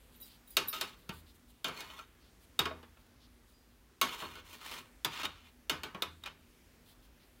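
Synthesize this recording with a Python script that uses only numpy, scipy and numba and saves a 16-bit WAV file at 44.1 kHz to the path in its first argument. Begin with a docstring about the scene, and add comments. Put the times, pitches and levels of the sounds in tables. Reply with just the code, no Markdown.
"""In a quiet kitchen a steel spatula taps and scrapes a baking sheet that lies on an oven rack.
Blows excite decaying sheet modes, a dense modal crowd and the rack's boom; landings give dull damped thuds.
Scrapes are uneven clicks that sound directly and drive the sheet; a small metal trinket jingles near the hand,
the lifted blade pings and crumbs and cloth rustle. The metal gets a decaying room echo; filtered noise and
narrow drones form the kitchen hum, and one phone microphone limits the band."""
import sys
import numpy as np
from numba import njit
from scipy import signal
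from scipy.fft import rfft, irfft, next_fast_len
from scipy.io import wavfile
from scipy.ndimage import uniform_filter1d

SR = 44100
rng = np.random.default_rng(int(sys.argv[2]) if len(sys.argv) > 2 else 0)


def dump(signal):
    """Clip the signal to [-1, 1] and save it as 16-bit WAV at the path in sys.argv[1]."""
    limited = np.clip(np.atleast_2d(signal).T, -1, 1)
    pcm = np.round(limited * 32767).astype(np.int16)
    wavfile.write(sys.argv[1], SR, pcm)


N = 326340  # samples

# clear modes of the sheet, before each exciter's scaling and limits: (frequency [Hz], level [dB], t60 [s])
SHEET_MODES = [(640.0, -5, 1.02), (975, -16.0, 0.0853), (1108, -7.0, 0.23), (1266, -6, 0.49),
               (1359, -6.5, 0.43), (1591, -10.5, 0.5), (1850, -27.5, 1.2), (1639, -59.5, 0.8),
               (1964, -16, 5.0), (2190, -8, 0.26), (2460, -5.5, 0.16), (3010, -11.0, 0.38),
               (3250, -15.0, 0.2), (3507, -7.5, 0.079), (3748, 1, 0.054), (4342, 9.5, 0.02),
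               (4490, -12.5, 0.11), (4460, -56.5, 0.15), (5440, -38.5, 0.23), (5414, -20.5, 0.17),
               (6144, -28.5, 0.16), (6320, -7, 0.19), (7140, -19.5, 0.49), (7170, -13.0, 0.14),
               (342, -24.5, 0.61), (435.0, -14.0, .3), (1478, -8, 0.14), (2804, -13.5, 0.32),
               (3150, -11.5, .15)]
# corner frequencies of the broad colour regions: (natural logarithm of frequency in Hz)
COLOUR_LOG_HZ = np.log([300, 1150, 3200, 9500])
BANDS_HZ = 44 * 2 ** (np.arange(18) / 2)  # half-octave band centres
STEP = 512  # samples between values of a wandering mode coupling


def blows():
    """Impact excitation: a crack, clear modes, a dense crowd decaying band by band, and the rack's boom."""
    # blows on the sheet: (time [s], level [dB], softness index [-], favoured frequency [Hz],
    # clear modes re level [dB], ring length factor [-], rack boom [dB])
    blow_table = [(0.568, -16, -1.5, 2750, -7.5, 0.99, -65), (0.7286, -35.5, 4, 1340, -5, 1.96, -58),
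                  (0.811, -21.5, -1, 4330, -13, 0.78, -57), (1.0915, -32.5, 9.5, 2800, -11, 0.66, -39),
                  (1.6433, -26, 4.5, 3330, -9.5, 1.5, -70), (1.6856, -41, 10, 1320, -2.5, 0.86, -68),
                  (1.8055, -34.5, 1, 3600, -18.5, 1.2, -53), (1.9, -48.5, 9, 2950, -3.5, 0.8, -65),
                  (1.9893, -43.5, 6.5, 1350, -6, 0.72, -56), (2.591, -16, 4.5, 3940, -12.5, 0.71, -35),
                  (2.6546, -29, 15, 990, -7.5, 0.78, -73), (2.7094, -55, 35.5, 650, -7.5, 1.16, -53),
                  (2.8285, -49, 18.5, 1370, -30, 0.59, -60), (2.9702, -59.5, 20, 1350, -19, 0.48, -74),
                  (3.0654, -61, 0, 920, -18.5, .45, -84), (4.0135, -15.5, -1.5, 1070, -8, 1.05, -55),
                  (4.2199, -45, 30, 1110, -13, 1, -45.5), (4.3543, -42.5, 6, 1500, -14.5, 1.75, -57),
                  (4.7124, -37.5, 4.5, 3150, -28, 1.7, -56), (5.0468, -19, 2, 3480, -15.5, 0.72, -47),
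                  (5.232, -30, 10, 1640, -12, 0.86, -46.5), (5.6962, -21, 3.5, 2900, -9, 0.97, -39.5),
                  (5.8337, -31, 6.5, 3240, -11.5, 1, -51), (5.9464, -39, 21, 1110, -22, 0.71, -65),
                  (6.0213, -23, 3.5, 3450, -10.5, 0.69, -38), (6.237, -40, -1, 3820, 2, 0.24, -43.5),
                  (6.2594, -38, 1, 2980, -7, .86, -73)]
    # sheet modes too dense to tell apart: (frequency [Hz], level per hertz [dB], t60 before ring factor [s])
    crowd_modes = [(117.5, -3.5, 0.35), (307, 6, 0.26), (705, -5, 0.22), (1190, 3, 0.35),
                   (1688, -15.5, 0.38), (3450, -1.5, 0.1646), (4020, -8.5, 0.19), (5750, -12, 0.19),
                   (9000, -12.5, 0.121), (13000, -15, 0.25), (15500, -6, 0.084)]
    # rack modes: (frequency [Hz], level re boom [dB], t60 before the default shortening of a strike [s])
    rack_modes = [(81.16, -6, 1), (160.8, -12.5, 0.54), (233, -9.5, 0.19)]
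    # colour of a blow at softness zero, bass to treble: (level [dB])
    edge_db = np.array([-10, -6, -0.5, -6.5])
    # change of that colour, bass to treble: (level per unit of softness [dB])
    per_soft_db = np.array([0.81, 0.7, 0.19, -0.53])

    out, power = np.zeros(N), np.zeros((len(BANDS_HZ), N))
    sheet, rack = np.array(SHEET_MODES, float), np.array(rack_modes, float)
    sheet[:, 2] = np.minimum(sheet[:, 2], 0.44 * on_log(crowd_modes, sheet[:, 0], axis=2))
    log_sheet_hz = np.log(sheet[:, 0])
    chance = rng.standard_normal((len(blow_table), 2, 3, len(sheet)))
    t = np.arange(SR // 4, dtype=np.float32) / SR
    hz = BANDS_HZ[:, None]
    t60 = on_log(crowd_modes, BANDS_HZ, axis=2)[:, None]
    # bending waves are slower in the bass, so low bands build up late
    arrival = 1 - np.exp(-t * hz / 4.1)
    for blow, (sheet_chance, rack_chance) in zip(blow_table, chance):
        s, db, softness, spot_hz, clear_db, stretch, boom_db = blow
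        colour_db = edge_db + softness * per_soft_db

        # the place that is hit favours the modes near one pitch
        spot_db = 13.0 * np.exp(-((log_sheet_hz - np.log(spot_hz)) / 0.09) ** 2)
        tilt_db = np.interp(log_sheet_hz, COLOUR_LOG_HZ, colour_db)
        mode_db = db + clear_db + sheet[:, 1] + spot_db + tilt_db
        add(out, s, strike(sheet, mode_db, sheet_chance, stretch, scatter_db=3.0))

        rack_db = boom_db + rack[:, 1]
        add(out, s, strike(rack, rack_db, rack_chance[:, :len(rack)], rise_s=0.06, scatter_db=2.0))

        # the first touch of steel on steel: a very short tone at or above the favoured pitch
        contact = [(max(spot_hz, 2600), 0, 0.02)]
        add(out, s, strike(contact, db - 6.0, sheet_chance[:, :1], 0.45, scatter_db=2.0, rise_s=0.00024))

        # a slow modal decay under a fast initial burst
        fade = np.exp(-np.log(1000) * t / (t60 * stretch)) + undb(10.0) * np.exp(-t / 0.0025)
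        band_db = db + on_log(crowd_modes, hz) + np.interp(np.log(hz), COLOUR_LOG_HZ, colour_db)
        add(power, s, (undb(band_db) * arrival * fade) ** 2)
    carrier = crowded(rng.standard_normal(N), share=0.41, t60=0.13)
    return out + sum(np.sqrt(p) * band for p, band in zip(power, half_octaves(carrier)))


def thuds():
    """Damped resonance: a soft, heavy contact excites one low, quickly fading mode."""
    # a cookie or the flat of the blade lands on the sheet: (time [s], level [dB], frequency [Hz])
    thud_table = [(1.095, -34.5, 188), (2.604, -41, 132), (4.223, -45.5, 174), (5.835, -48, 190),
                  (5.949, -38.5, 194), (6.022, -44.5, 176)]
    t60_s = 0.04875
    out = np.zeros(N)
    for (s, db, hz), chance in zip(thud_table, rng.standard_normal((len(thud_table), 3, 1))):
        add(out, s, strike([(hz, 0, t60_s)], db, chance, stretch=1, scatter_db=2, rise_s=0.00077))
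    return out


def slides():
    """Friction excitation: grit under the edge clicks unevenly, sounds directly and drives the sheet's modes."""
    # strokes of the blade: (low-mid re level [dB], treble re level [dB], clear modes re level [dB],
    # curve of (time [s], level [dB]))
    stroke_table = [(-12, 0.5, -32, [(0.724, -67), (0.736, -36), (0.78, -40), (0.81, -41.5), (0.95, -59)]),
                    (3.5, 5, -28, [(1.68, -37.5), (1.714, -60), (1.748, -54), (1.78, -44.5), (1.81, -47),
                    (1.83, -54.5), (1.964, -55.5), (1.988, -49.5), (2.1, -84)]),
                    (1, 2.5, -29, [(4.04, -41.5), (4.15, -42), (4.176, -49.5), (4.195, -37), (4.258, -47.5),
                    (4.396, -53), (4.444, -78)]), (-0.5, 6, -32.5, [(4.444, -58), (4.534, -43),
                    (4.592, -60.5)]), (2.5, 2, -37.5, [(4.592, -53.5), (4.64, -42.5), (4.68, -41),
                    (4.7, -41.5), (4.74, -42.5), (4.786, -43.5), (4.912, -78.5)]),
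                    (-2.5, -5.5, -35, [(5.09, -59), (5.125, -43), (5.2, -33), (5.23, -41), (5.24, -38),
                    (5.252, -27.5), (5.27, -46), (5.336, -54.5), (5.5, -57)]), (3, -19, -35, [(6.22, -65),
                    (6.25, -49), (6.262, -34), (6.306, -53), (6.4, -92)])]
    # spectrum of the sliding grit: (frequency [Hz], level per hertz [dB])
    rasp_spectrum = [(88, -44), (150, -19.5), (460, -16.5), (709, -17.5), (783, -12), (934, -8),
                     (1820, -10), (2980, -4.5), (5700, -15.5), (15300, -24), (16500, -12.5)]

    grit = gritty(1500, 0.86, 0.88) * flicker(70, 1.86)
    grit = crowded(grit, share=0.073, t60=0.23)
    # gain rows: low-mid, middle, treble, clear modes
    gains = sum(undb([[low_db], [0], [top_db], [clear_db]]) * follow(curve)
                for low_db, top_db, clear_db, curve in stroke_table)
    # each band blends the three colour regions
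    shares = np.transpose([np.interp(np.log(BANDS_HZ), COLOUR_LOG_HZ[1:], row) for row in np.eye(3)])
    force = sum(undb(on_log(rasp_spectrum, hz)) * band * (share @ gains[:3])
                for hz, band, share in zip(BANDS_HZ, half_octaves(grit), shares))
    hz, db, t60 = np.array(SHEET_MODES, float).T
    # the pressing blade keeps the ringing short and evens out the mode levels
    sheet_force = force * gains[3] / gains[1]
    modes = ring(sheet_force, hz, 0.6 * db, np.minimum(t60, 0.075), wander_db=5.0, rate=24.0)
    return undb(6.0) * force + modes


def rustles():
    """Filtered impulsive noise: faint crackle of crumbs and cloth, a patch near 4 kHz and a broad treble."""
    # rustles: (time [s], length [s], level [dB], treble re level [dB])
    rustle_table = [(0.115, 0.057, -65, 3.5), (0.18, 0.12, -67, 7), (0.276, 0.11, -62, -2),
                    (0.45, 0.13, -69, 8.5), (0.96, 0.064, -68, 2), (1.103, 0.12, -63, 4.5),
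                    (1.253, 0.078, -62, -2.5), (1.335, .04, -76, 8), (1.475, .05, -76, 6),
                    (2.19, 0.13, -68.5, -8), (2.39, 0.072, -72, 5), (2.96, .08, -79, 3),
                    (3.188, 0.087, -65, -13), (3.46, .09, -73.5, 4), (6.842, 0.1, -65, 0.5),
                    (7.004, 0.072, -67, -0.5), (7.18, .09, -69, -7)]
    grit = gritty(1500, 1.2, 1.5) * flicker(30, 2.5)
    patch = signal.sosfilt(signal.butter(2, [3000, 5200], "bandpass", fs=SR, output="sos"), grit)
    top = signal.sosfilt(signal.butter(2, 5500, "highpass", fs=SR, output="sos"), grit)
    gains = np.zeros((2, N))
    for s, length_s, db, top_db in rustle_table:
        add(gains, s, undb([[db], [db + top_db]]) * swell(length_s))
    return unit(patch) * gains[0] + unit(top) * gains[1]


def jingles():
    """Repeated impact: a fading train of rattle impulses drives the tiny trinket's high modes."""
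    # jingles of the trinket: (time [s], level [dB], lowest mode re level [dB])
    jingle_table = [(0.158, -56, -17), (0.202, -46, -10), (0.2129, -38.5, -6.5), (0.4753, -49, -10),
                    (0.5053, -45, -26.5), (0.6634, -59.5, -11.5), (0.6754, -35, -30), (0.6838, -26, -14)]
    # trinket modes: (frequency [Hz], level [dB], t60 [s])
    trinket_modes = [(3866, -7, 0.049), (8900, -36, 0.14), (10010, -11, 0.085), (9600, -28, 0.11),
                     (12027, -6, 0.091), (12100, -20, 0.27), (14910, -20, 0.08), (15100, -10.5, .14)]
    high, low = np.zeros(N), np.zeros(N)
    t = np.arange(SR // 5) / SR
    for (s, db, low_db), chance in zip(jingle_table, rng.standard_normal((len(jingle_table), 2, len(t)))):
        # sparse random impulses follow a firm first one
        force = chance[0] * (chance[1] > 1.6) * np.exp(-t / 0.014)
        force[0] = 3.2
        force = force / np.sqrt(np.sum(force ** 2))
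        add(high, s, undb(db) * force)
        add(low, s, undb(db + low_db) * force)
    hz, db, t60 = np.array(trinket_modes).T
    lowest = ring(low, hz[:1], db[:1], t60[:1], wander_db=11.0, rate=60.0)
    upper = ring(high, hz[1:], db[1:], t60[1:], wander_db=5.5, rate=40.0)
    return lowest + upper


def pings():
    """Free vibration: the lifted blade rings thinly in two lightly damped modes."""
    # pings of the blade: (time [s], level [dB], upper mode re level [dB])
    ping_table = [(0.225, -59, -2), (0.511, -64, -14), (0.69, -56, 5), (3.535, -68, -21)]
    # blade modes: (frequency [Hz], level, not used [dB], t60 before the default shortening of a strike [s])
    blade_modes = [(4870, 0, .5), (5480, -4, .25)]
    out = np.zeros(N)
    for (s, db, upper_db), chance in zip(ping_table, rng.standard_normal((len(ping_table), 3, len(blade_modes)))):
        mode_db = db + np.array([0, upper_db])
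        add(out, s, strike(blade_modes, mode_db, chance, scatter_db=0.5, detune=0.0008, rise_s=0.0032))
    return out


def kitchen():
    """Stationary noise: shaped air and appliance noise swells a little; noise-driven resonances drone."""
    # spectrum of the air noise, before its overall level is set: (frequency [Hz], level per hertz [dB])
    air_spectrum = [(15, -32), (25, 3), (124, -11), (208, -13), (238, -12.5), (266, -11.5), (483, -17),
                    (538, -22.5), (726, -22), (1680, -23.5), (1980, -23.5), (7510, -32.5), (12600, -32),
                    (15200, -28), (16500, -37)]
    # appliance drones: (frequency [Hz], bandwidth [Hz], level [dB])
    hum_table = [(55.1, 9.4, -68), (242.4, 5.2, -74.5), (494, 3.4, -92), (780, 4.4, -98)]
    air_db = -64.0
    slow_swell = flicker(2.5, 0.8)
    air = sum(undb(on_log(air_spectrum, hz)) * flicker(8, 1.2) * band
              for hz, band in zip(BANDS_HZ, half_octaves(rng.standard_normal(N))))
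    hz, width, db = np.array(hum_table, float).T
    # compensates for the bandwidth, so that the level is the rms of a noise-driven mode
    drive_db = db + 10 * np.log10(4 * np.pi * width / SR)
    drone = ring(rng.standard_normal(N), hz, drive_db, np.log(1000) / (np.pi * width))
    return undb(air_db) * unit(air) * slow_swell + drone


def strike(modes, db, chance, stretch=0.75, scatter_db=2.5, detune=0.0033, rise_s=0.0025):
    """Modal impulse response: each blow finds its own gains, signs and slightly shifted pitches."""
    hz, _, t60 = np.array(modes, float).T
    t60 = np.clip(t60, 0.02, 1.5) * stretch
    pole = mode_poles(hz * (1 + detune * chance[1]), t60)
    force = np.zeros(int(t60.max() * SR))
    force[0] = 1
    gain = undb(db + scatter_db * chance[0]) * np.sign(chance[2])
    tone = resonate(force, pole.real.copy(), pole.imag.copy(), gain[None], len(force))
    return tone * (1 - np.exp(-np.arange(len(force)) / (rise_s * SR)))


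def ring(force, hz, db, t60, wander_db=0., rate=9.):
    """Forced modal vibration: a lasting force drives modes whose couplings wander at a rate in Hz."""
    pole = mode_poles(hz, np.clip(t60, 0.01, 2))
    hold, steps = max(int(SR / STEP / rate), 1), N // STEP + 1
    held = rng.standard_normal((steps, len(hz)))[np.arange(steps) // hold]
    wander = np.clip(1.42 * uniform_filter1d(held, hold, axis=0), -2, 1)
    return resonate(force, pole.real.copy(), pole.imag.copy(), undb(db + wander_db * wander), STEP)


def mode_poles(hz, t60):
    """Damped oscillation: the angle of a complex pole sets pitch, its radius a 60 dB decay in t60."""
    return np.exp(2j * np.pi * hz / SR - np.log(1000) / (t60 * SR))


@njit(fastmath=True)
def resonate(force, re, im, coupling, step):
    """Modal superposition: one force drives all modes; couplings change as the contact moves."""
    out, a, b = np.zeros(len(force)), np.zeros(len(re)), np.zeros(len(re))
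    for i in range(len(force)):
        gain, total = coupling[i // step], 0.
        for m in range(len(re)):
            # rotate and shrink the state, then push its real part; the tiny constant avoids denormals
            real = a[m] * re[m] - b[m] * im[m] + gain[m] * force[i] + 1e-18
            imag = a[m] * im[m] + b[m] * re[m]
            a[m], b[m] = real, imag
            total += imag
        out[i] = total
    return out


def crowded(force, share, t60):
    """High modal density: many unnamed sheet modes, shorter in the treble, sound beside the force itself."""
    hz = 200 + 190 * (np.arange(80) + rng.uniform(-0.35, 0.35, size=80))
    t60 = t60 / (1 + hz / 5000)
    modes = ring(force, hz, -10 * np.log10(t60), t60, wander_db=11.0, rate=22.0)
    return np.sqrt(share) * unit(modes) + np.sqrt(1 - share) * unit(force)


def gritty(rate, scatter_db, hiss):
    """Shot noise: uneven random clicks, rate per second, over a share of hiss."""
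    clicks = (rng.random(N) < rate / SR) * rng.standard_normal(N)
    clicks = clicks * undb(scatter_db * rng.exponential(size=N))
    return unit(unit(clicks) + hiss * rng.standard_normal(N))


def flicker(rate, spread_db):
    """Random amplitude modulation: levels drawn every 1 / rate seconds, with smooth slews between them."""
    hold, steps = max(int(SR / 64 / rate), 1), N // 64 + 1  # one control value per 64 samples
    held = rng.standard_normal(steps)[np.arange(steps) // hold]
    db = unit(uniform_filter1d(uniform_filter1d(held, hold), hold))
    return np.repeat(undb(spread_db * db), 64)[:N]


def follow(curve):
    """Amplitude envelope: gain along a level curve in dB, practically silent outside it."""
    s, db = np.transpose(curve)
    return uniform_filter1d(undb(np.interp(np.arange(N) / SR, s, db, -200, -200)), size=400)


def swell(length_s):
    """Amplitude envelope: a rounded rise and a somewhat shorter fall."""
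    u, rise = np.linspace(0, 1, int(length_s * SR)), 0.58  # rise as a share of the length
    return np.sin(np.pi / 2 * np.minimum(u / rise, (1 - u) / (1 - rise)))


def half_octaves(x):
    """Spectral decomposition: overlapping half-octave bands on a logarithmic scale."""
    size = next_fast_len(len(x))
    spectrum = rfft(x, size)
    place = 2 * np.log2(np.maximum(np.fft.rfftfreq(size, 1 / SR), 1) / BANDS_HZ[0])
    for k in range(len(BANDS_HZ)):
        yield irfft(spectrum * np.maximum(1 - np.abs(place - k), 0), size)[:len(x)]


def on_log(table, hz, axis=1):
    """Logarithmic frequency scale: read a column of a frequency table between its points."""
    table = np.array(table, float)
    return np.interp(np.log(hz), np.log(table[:, 0]), table[:, axis])


def undb(db):
    """Decibel definition: level in dB to amplitude gain."""
    return 10 ** (np.asarray(db) / 20)


def unit(x):
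    """Root-mean-square normalisation: scale to rms 1."""
    return x / np.sqrt(np.mean(x ** 2))


def add(out, s, x):
    """Linear superposition: mix x into out from time s in seconds."""
    i = int(s * SR)
    out[..., i:i + x.shape[-1]] += x[..., :out.shape[-1] - i]


def room(source):
    """Diffuse reverberation: convolution with decaying, darkened noise gives the echo from the walls."""
    t60_s, level_db = 0.29, -18.5
    t = np.arange(SR // 2) / SR
    echo = rng.standard_normal(len(t)) * np.exp(-np.log(1000) * t / t60_s) * (1 - np.exp(-t / 0.024))
    echo = signal.lfilter([1], [1, -0.4], echo)
    return undb(level_db) * signal.fftconvolve(source, echo / np.sqrt(np.sum(echo ** 2)))[:N]


def scene():
    """Superposition of the metal sounds and rustles, their echo, and the kitchen background."""
    near = blows() + thuds() + slides() + rustles() + jingles() + pings()
    return (near + room(near) + kitchen())[None]


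def record(dry):
    """Band limitation: the phone drops the deepest bass and cuts the top."""
    thin = signal.sosfilt(signal.butter(2, 30, "highpass", fs=SR, output="sos"), dry)
    return signal.sosfilt(signal.ellip(8, 0.2, 70, 15750, fs=SR, output="sos"), thin)


dry = scene()
out = record(dry)
dump(out)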